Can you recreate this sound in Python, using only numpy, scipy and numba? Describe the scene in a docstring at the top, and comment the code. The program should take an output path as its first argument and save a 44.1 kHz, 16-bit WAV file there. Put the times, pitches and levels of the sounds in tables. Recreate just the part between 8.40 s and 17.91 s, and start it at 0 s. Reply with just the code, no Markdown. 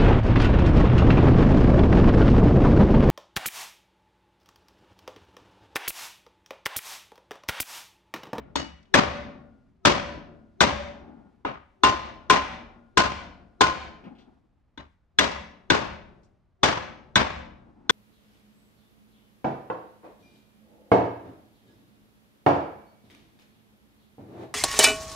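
"""Hammering sheet metal in a garage

A steel hammer beats a sheet-metal edge held in a bench vise, a short step from the microphone.
Each impact cracks, clatters through sheet and jaws, excites the sheet's normal modes and thumps the
bench. Light ticks and soft rustles fall between blows; bare walls reverberate over very quiet air."""
import sys
import numpy as np
from scipy import signal
from scipy.fft import rfft, irfft, next_fast_len
from scipy.io import wavfile
from scipy.ndimage import uniform_filter1d
from numba import njit

SR = 44100
rng = np.random.default_rng(int(sys.argv[2]) if len(sys.argv) > 2 else 0)


def to_wav(sig):
    """Store sig (one row per channel, or 1-D mono) as 16-bit WAV at the path in sys.argv[1].

    Samples outside -1..1 are clipped; the rate is SR.
    """
    pcm = np.clip(np.atleast_2d(sig), -1, 1) * 32767
    pcm = np.round(pcm).astype(np.int16)
    wavfile.write(sys.argv[1], SR, pcm.T)  # frames by channels


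N = 419391
LEAD_IN_S = .6  # room for a blow struck before time zero


def undb(db):
    return 10 ** (np.asarray(db) / 20)


def on_log(table, hz):
    """Interpolate (Hz, value) rows along a logarithmic frequency axis."""
    points = np.array(table, float)
    return np.interp(np.log(hz + 1), np.log(points[:, 0] + 1), points[:, 1])


def fade(t, t60):
    """Exponential damping: the level falls 60 dB in t60 seconds."""
    return np.exp(-np.log(1000) * t / t60)


def add(track, start_s, sound):
    """Superposition: sum a sound into the track."""
    i = int((start_s + LEAD_IN_S) * SR)
    part = sound[..., :track.shape[-1] - i]
    track[..., i:i + part.shape[-1]] += part


def bin_hz(size):
    return np.arange(size // 2 + 1) * SR / size


def noise(size, colour):
    """Spectral shaping: white noise filtered by (Hz, dB) rows."""
    return irfft(rfft(rng.standard_normal(size)) * undb(on_log(colour, bin_hz(size))), size)


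def damped_noise(size, colour, t60s):
    """Frequency-dependent damping: each octave band of a noise decays at its own rate."""
    source = noise(size, colour)
    spectrum, hz = rfft(source), bin_hz(size)
    t, out = np.arange(size) / SR, 0
    for centre in 30 * 2. ** np.arange(10):
        share = np.clip(1 - np.abs(np.log2((hz + 1) / centre)), 0, 1)
        out = out + irfft(spectrum * share, size) * fade(t, on_log(t60s, centre))
    return out / np.std(source)


def flicker(size, step, depth_db):
    """Random amplitude modulation: a smoothed gain, drawn anew every `step` samples."""
    levels = np.repeat(rng.standard_normal(size // step + 1), step)
    return undb(depth_db * uniform_filter1d(levels, size=step // 2)[:size])


def modes(size, hz, t60, db, spread_rad, wobble=1, wobble_hz=55, wobble_db=3.5, rad_per_khz=0.65):
    """Modal synthesis: damped, wavering sinusoids, each with its own phase between the channels."""
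    t, knots = np.arange(size) / SR, np.arange(size // 512 + 2) / wobble_hz
    out = np.zeros((2, size))
    for f, decay, gain in zip(hz, t60, undb(db)):
        phase, lead = 2 * np.pi * rng.random(), spread_rad * rng.standard_normal()
        level_drift, phase_drift = wobble * rng.standard_normal((2, len(knots)))
        waver = undb(wobble_db * level_drift * (knots > 0))
        waver = waver * np.exp(1j * (phase + rad_per_khz * f / 1000 * phase_drift))
        age = t[t < 1.3 * decay]
        z = gain * np.exp(2j * np.pi * f * age) * fade(age, decay) * np.interp(age, knots, waver)
        out[:, :len(z)] += np.cos(lead / 2) * z.imag + np.sin(lead / 2) * np.array([z.real, -z.real])
    return out


def tilt(table, treble_db, bass_db):
    """Impact spectrum: a shorter contact adds treble to (Hz, dB) rows, a fuller swing adds bass."""
    hz, db = np.transpose(table)
    slope = [(150, bass_db), (600, 0.0031), (2000, 0.0051), (7000, treble_db)]
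    return np.transpose([hz, db + on_log(slope, hz)])


# Spectrum of the still room. Each row: frequency in Hz, relative density in dB.
AIR_SPECTRUM = [(15, -36.5), (25, -2), (86, -4.5), (358, -25), (756, -24), (1140, -25), (5120, -41.5),
                (7350, -47.5), (12000, -55.5), (15600, -70), (22000, -120)]


def room_air(size, level_db=-68):
    """Ambient noise floor: a faint hush, partly coherent between the channels."""
    common, left, right = (noise(size, AIR_SPECTRUM) for _ in range(3))
    air = common + 0.66 * np.array([left, right])
    return undb(level_db) * air / np.std(air)


# Spectrum of the wall reflections. Each row: frequency in Hz, relative density in dB.
WALL_SPECTRUM = [(40, -0.5), (150, -10.5), (600, -4.5), (2000, 6), (5000, 4), (9000, 2), (15000, -9.5)]
# Reverberation time. Each row: frequency in Hz, t60 in seconds.
WALL_T60 = [(60, 3.5), (200, 3.9), (600, 1.11), (1500, 0.72), (3500, 0.65), (7000, 0.5), (12000, 0.34)]
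# Coherence of the reflections. Each row: frequency in Hz, share of power common to both channels.
WALL_COHERENCE = [(60, 0.49), (200, 0.77), (1000, 0.26), (8000, 0.37)]


def wall_reverberation(x, size=49152):
    """Diffuse field: convolution with a noise tail that builds up as echoes gather, then decays."""
    common, left, right = (rfft(damped_noise(size, WALL_SPECTRUM, WALL_T60)) for _ in range(3))
    shared = np.clip(on_log(WALL_COHERENCE, bin_hz(size)), 0, 1)
    n = np.arange(size)
    envelope = (1 - np.exp(-n / SR / 0.0013)) * (1 - n / size) ** 2
    tails = (irfft(np.sqrt(shared) * common + np.sqrt(1 - shared) * own, size) for own in (left, right))
    return np.array([signal.fftconvolve(x, envelope * tail)[:len(x)] for tail in tails])


# Rustles between blows. Each row: start in seconds, level in dB, hold in seconds.
RUSTLES = [(2.58, -50.5, .12), (5.601, -48, 0.049), (9.233, -59, 0.44)]
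# Spectrum of the rubbing. Each row: frequency in Hz, relative density in dB.
RUSTLE_SPECTRUM = [(59, -44), (100, -11.5), (244, 7.5), (349, -5.5), (459, -12.5), (851, -6.5), (927, -12),
                   (6000, -52.5), (7800, -68.5), (13200, -120)]


def rustles(attack_s=.05, t60_s=1.1):
    """Friction noise, as of hand and sheet shifting: each low rustle swells, holds and fades."""
    t = np.arange(N) / SR
    rub = noise(next_fast_len(N), RUSTLE_SPECTRUM)[:N]
    envelope = 0
    for start, db, hold in RUSTLES:
        swell = np.clip((t - start) / attack_s, 0, 1)
        envelope += undb(db) * swell * fade(np.maximum(t - start - hold, 0), t60_s)
    return rub / np.std(rub) * flicker(N, 1024, depth_db=2.9) * envelope


# Hammer touching sheet. Each row: start in seconds, level in dB, centre in Hz, length in seconds.
TOUCHES = [(0.429, -66, 4430, 0.0058), (0.455, -67, 3426, 0.0057), (5.64, -61, 2500, 0.052),
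           (5.752, -69, 2820, 0.055), (5.785, -64, 3460, 0.052), (7.833, -73.5, 5460, 0.033)]


def touches(track, size=8192):
    """Light contact of steel on steel: ticks and short scrapes of band-limited noise."""
    t = np.arange(size) / SR
    for start, db, hz, length in TOUCHES:
        grit = noise(size, [(hz / 4, -20), (hz, 0), (hz * 1.7, -16), (hz * 2.9, -40)])
        add(track, start, undb(db) * grit / np.std(grit) * np.exp(-(t / length) ** 2))


# Modes of the bench. Each row: frequency in Hz, t60 in seconds, relative level in dB.
BENCH_MODES = [(58, 0.15, -17), (68.7, 0.67, -17.5), (75.27, 0.89, -24.5), (108.25, 0.34, -29),
               (170.4, 0.93, -29), (229, 0.33, -16)]


def bench_thump(t, bass_db):
    """Structure-borne sound: the blow drives the bench's low modes, which rise slowly."""
    hz, t60, db = np.transpose(BENCH_MODES)
    hz = hz * (1 + 0.019 * rng.standard_normal(len(hz)))
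    return modes(len(t), hz, t60, db + bass_db, spread_rad=0.12) * (1 - np.exp(-(t / 0.0046) ** 2))


# Modes of the clamped sheet. Each row: frequency in Hz, t60 in seconds, then four relative
# levels in dB, for a blow on stretch 0, 1, 2 or 3 of the edge.
SHEET_MODES = [(213.3, 0.89, -17, -17.5, -19.5, -16), (278.6, 0.28, 4, -6.5, -2, -0.5),
               (324, 0.34, -8, -12, -7.5, -8.5), (422.6, 0.22, -8.5, -13, -0.5, -2.5),
               (517.4, 0.47, -15.5, -6, -13.5, -5.5), (577, 0.71, -18, -5.5, -20.5, -19),
               (765, 0.46, -13.5, -9, -10.5, -14.5), (894, 0.26, -0.5, -4, -2.5, -3.5),
               (1038, 0.31, -7, -9, 13, -10.5), (1243, 0.28, -3, -14, -2.5, -17),
               (1420, 7.7, -49.5, -49, -49.5, -64), (1458, 0.27, -15, -4.5, 3, -1),
               (1680, 0.34, -8, -12.5, -17, -3), (2040, 0.4, -11, -18, -17.5, -23.5),
               (2280, 0.67, -18.5, -20.5, -24.5, -20), (2780, 0.26, -19, -10.5, -0.5, -7),
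               (2940, 0.46, -5.5, -28, -29, -35), (3460, 0.13, -20, -17.5, -11, -11.5),
               (3730, .3, -11.5, -19, -16.5, -15.5), (4400, 0.2, -8, -21.5, -18, -24.5),
               (4730, 0.56, -13, -28, -21.5, -15), (5160, 0.26, -16.5, -24.5, -33, -27),
               (6700, 0.2, -11.5, -36, -35, -30)]
DULL_ABOVE_HZ = 4200  # a soft blow hardly excites the modes above this


def sheet_ring(t, treble_db, bass_db, stretch, head_rests, hand_cycles=1350, resting_t60_s=.22):
    """Plate vibration: the point of impact weights the modes; the hand and a resting head damp them."""
    hz, t60, *by_stretch = np.transpose(SHEET_MODES)
    db = tilt(np.transpose([hz, by_stretch[stretch]]), treble_db, bass_db)[:, 1]
    db = db + 0.71 * rng.standard_normal(len(hz)) + min(treble_db, 0) * (hz > DULL_ABOVE_HZ)
    t60 = np.where(hz > 2000, np.minimum(t60, hand_cycles / hz), t60)
    if head_rests:
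        t60 = np.minimum(t60, resting_t60_s)
    hz = hz * (1 + .003 * rng.standard_normal(len(hz)))
    return modes(len(t), hz, t60, db, spread_rad=1)


# Modes of the hammer head. Each row: frequency in Hz, t60 in seconds, relative level in dB.
HEAD_MODES = [(3494, 0.041, 2), (3870, 0.15, -6), (6060, 0.049, -15)]


def knock_and_ping(edge_hz, edge_db, head_db, treble_db, rebound_s, edge_t60_s=0.036, size=4096):
    """Impact and rebound: the pinned edge knocks and the head pings twice, the second knock lower."""
    out = np.zeros((2, size + SR // 20))
    head_hz, head_t60, ping_db = np.transpose(HEAD_MODES)
    ping_db = ping_db + head_db + min(treble_db, 0) * (head_hz > DULL_ABOVE_HZ)
    attack = 1 - np.exp(-np.arange(size) / SR / 0.00016)
    for delay_s, gain_db, pitch_ratio in ((0, 0, 1), (rebound_s, -3.5, .64)):
        detune, scatter = rng.standard_normal((2, len(HEAD_MODES) + 1))
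        hz = np.r_[edge_hz * pitch_ratio * (1 + .03 * detune[0]), head_hz * (1 + .006 * detune[1:])]
        db = np.r_[edge_db, ping_db] + gain_db + 1.4 * scatter
        hit = modes(size, hz, np.r_[edge_t60_s, head_t60], db, spread_rad=0.37, wobble=0)
        i = int(delay_s * SR)
        out[:, i:i + size] += hit * attack
    return out


# Spectrum of sheet and jaws rattling. Each row: frequency in Hz, relative density in dB.
CLATTER_SPECTRUM = [(24, -36), (40, -11.5), (176, -1), (249, -1.5), (479, -11.5), (600, -2.5), (680, -7.5),
                    (1070, -4), (1300, -9.5), (2700, -14.5), (6020, -24), (14100, -61.5), (16000, -87.5)]
# Damping of the clatter. Each row: frequency in Hz, base t60 in seconds.
CLATTER_T60 = [(60, 0.52), (250, 0.32), (1000, 0.41), (3000, 0.33), (8000, 0.28), (14000, 0.06)]
# Each entry: the factor on that t60 for one stretch of the edge.
CLATTER_SUSTAIN = [0.73, 0.88, 0.79, 1]


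def clatter(t, treble_db, bass_db, stretch):
    """Extended source: the wide sheet rattles in bursts, differing between channels above the bass."""
    colour = tilt(CLATTER_SPECTRUM, treble_db, bass_db)
    t60s = np.array(CLATTER_T60) * [1, CLATTER_SUSTAIN[stretch]]
    mid = damped_noise(len(t), colour, t60s)
    side = 0.88 * damped_noise(len(t), tilt(colour, 0, -11.5), t60s)
    envelope = (1 - np.exp(-t / 0.0059)) * flicker(len(t), 256, depth_db=2.5)
    return np.array([mid + side, mid - side]) * envelope


# Spectrum of the contact. Each row: frequency in Hz, relative density in dB.
CRACK_SPECTRUM = [(50, -35.5), (90, -13.5), (330, -3), (650, -5.5), (1000, -9.5), (1600, 1.5), (2500, -1.5),
                  (3000, -7), (3480, -7.5), (4100, -11.5), (5900, -10.5), (8500, -23), (11700, -36.5),
                  (16000, -53.5)]


def crack(t, treble_db, bass_db, chatter_s, gain_db=5.5):
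    """Contact noise: a broadband burst that lasts while the head chatters on the steel."""
    burst = noise(len(t), tilt(CRACK_SPECTRUM, treble_db, bass_db))
    return undb(gain_db) * burst / np.std(burst) * fade(t, 0.13) / (1 + (t / chatter_s) ** 8)


# Hammer blows; only the tail of the first is heard. Each row: start in seconds, level in dB,
# treble, bass, clatter and ring offsets in dB, chatter time in seconds, knock pitch in Hz,
# knock and head ping offsets in dB, rebound delay in seconds.
BLOWS = [(-0.36, -6.5, -6.5, 2.5, -1, -10.5, 0.0038, 1500, 2.5, -3, .005),
         (0.157, -22, 10, 1, -3.5, -9.5, 0.0078, 950, 5.5, -5.5, .005),
         (0.541, -5, 1.5, -1, 4, -7, 0.018, 1700, 3, -8, .004),
         (1.452, -5.5, 4.5, -1.5, 6, -9, 0.011, 1300, 3, -7, .003),
         (2.207, -5, 3, -1, 0.5, -9.5, 0.027, 1500, 3.5, -4.5, .005),
         (3.05, -31, -13, -0.5, 3, 5.5, 0.0042, 1000, 12, -14, .006),
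         (3.436, -8.5, 5.5, -4.5, 5.5, -3.5, 0.0077, 1350, 2, -2, .006),
         (3.9, -5.5, 3.5, -5.5, 4, -7.5, 0.015, 1490, 2.5, -7, .005),
         (4.573, -6, 6.5, -3.5, 3, -10, 0.011, 1550, -1, -14, .0075),
         (5.2095, -5.5, 5.5, -4.5, 0, -6.5, 0.012, 1260, 4, -4.5, .0075),
         (6.376, -42.5, -6.5, 5.5, -3, -8, .006, 1500, 4.5, 1, 0.0015),
         (6.788, -5.5, 5, -5.5, -3.5, -10.5, 0.011, 1600, 2.5, 1.5, .003),
         (7.3021, -10, 2.6, -1, 1, -5.5, 0.0084, 1560, 5.5, 0.5, .0075),
         (8.2328, -11, 4.5, -5, 5.5, -4, 0.013, 1100, 6.5, 1.5, .007),
         (8.758, -6, 1, -1, -0.5, -13, 0.012, 1550, 5.5, 0.5, .0045),
         (9.496, -10.5, 4.5, 1.5, -0.5, -10, 0.0096, 1550, 4.5, 3, .005)]
# The hammer works along the edge. Each entry: the stretch, 0 to 3, on which one blow lands.
STRETCHES = (1, 0, 1, 1, 1, 1, 2, 2, 2, 2, 0, 3, 3, 3, 1, 3)


def hammer_blows(pan_db=1, rests_below_db=-25.5):
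    """Impulsive excitation: each blow yields noise and ringing modes, returned as two stereo tracks."""
    noisy, pitched = np.zeros((2, 2, N + int(LEAD_IN_S * SR)))
    t_noise, t_ring = np.arange(16384) / SR, np.arange(36864) / SR
    noise_window = (1 - np.exp(-t_noise / 0.0065)) * (1 - (t_noise / t_noise[-1]) ** 2) ** 2
    ring_window = (1 - np.exp(-t_ring / 0.0007)) * (1 - (t_ring / t_ring[-1]) ** 2)
    for blow, stretch in zip(BLOWS, STRETCHES):
        start, db, treble_db, bass_db, clatter_db, ring_db = blow[:6]
        chatter_s, edge_hz, edge_db, head_db, rebound_s = blow[6:]
        gain = undb(db + np.array([[pan_db], [-pan_db]]) / 2)
        contact = crack(t_noise, treble_db, bass_db, chatter_s)
        rattle = undb(clatter_db) * clatter(t_noise, treble_db, bass_db, stretch)
        add(noisy, start, gain * (contact + rattle) * noise_window)
        add(pitched, start, gain * knock_and_ping(edge_hz, edge_db, head_db, treble_db, rebound_s))
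        sheet = sheet_ring(t_ring, treble_db, bass_db, stretch, head_rests=db < rests_below_db)
        add(pitched, start, gain * (undb(ring_db) * sheet + bench_thump(t_ring, bass_db)) * ring_window)
    return noisy, pitched


# Phase between the microphone ports. Each row: frequency in Hz, lead of the left in radians.
PORT_PHASE = [(60, -0.5), (330, 1.53), (600, -3), (1000, 1.67), (3500, 0.97), (4100, 5.5), (5300, -13.5),
              (6300, 5.5), (6800, -1.5), (8200, 0), (10400, 3), (14000, 8)]
# Balance of the ports. Each row: frequency in Hz, left minus right in dB.
PORT_BALANCE = [(60, 0.2), (110, 0.5), (200, 2.5), (380, 15.5), (700, -5), (1290, 4.5), (2380, 3.5),
                (4400, 2.5), (8120, -3), (15000, -1.5)]


def microphone_port(x, sign):
    """Transfer function: direct sound reaches each port (+1 left, -1 right) at its own gain and phase."""
    size = next_fast_len(len(x))
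    hz = bin_hz(size)
    phase = sign * uniform_filter1d(on_log(PORT_PHASE, hz), size=size // 200) / 2
    gain = undb(sign * on_log(PORT_BALANCE, hz) / 2)
    return irfft(rfft(x, size) * gain * np.exp(1j * phase), size)[:len(x)]


def scene():
    """Superposition of the direct sound, the reverberant field and the room's air."""
    noisy, pitched = hammer_blows()
    touches(noisy)
    add(noisy, 0, rustles())
    # knocks, pings and ringing stay mostly dry; cracks and clatter carry the reverberation
    reverb_send = (noisy + undb(-10) * pitched).mean(0)
    reverberant = undb(-49) * wall_reverberation(reverb_send) * undb([[1.5], [-1.5]])
    direct = np.array([microphone_port(x, sign) for x, sign in zip(noisy + pitched, (1, -1))])
    return (direct + reverberant)[:, -N:] + room_air(next_fast_len(N))[:, :N]


@njit
def follow(x, attack_s, release_s):
    """Envelope detection: one-pole smoothing with separate rise and fall times."""
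    envelope, level = np.empty(len(x)), 0.
    for i in range(len(x)):
        level += (x[i] - level) / (SR * (attack_s if x[i] > level else release_s))
        envelope[i] = level
    return envelope


def record(dry, knee_db=-36, ratio=1.623, attack_s=0.008, release_s=0.033, split_hz=730, quiet_db=-63):
    """Compression ducks each blow, expansion lowers faint treble; soft clipping and a low-pass follow."""
    level = follow(np.abs(dry).mean(0), attack_s, release_s)
    compressed = dry * np.minimum(undb(knee_db) / (level + 1e-9), 1) ** (1 - 1 / ratio) * undb(3.5)
    treble = compressed - signal.sosfilt(signal.butter(1, split_hz, fs=SR, output="sos"), compressed)
    treble_level = follow(np.abs(treble).mean(0), 0.001, release_s)
    treble_gain = np.clip(treble_level / undb(quiet_db), 0.33, 1)
    expanded = compressed - treble * (1 - treble_gain)
    low_pass = signal.ellip(10, .2, 90, 16000, fs=SR, output="sos")
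    return signal.sosfilt(low_pass, np.tanh(0.61 * expanded) / 0.77)


dry = scene()
out = record(dry)
to_wav(out)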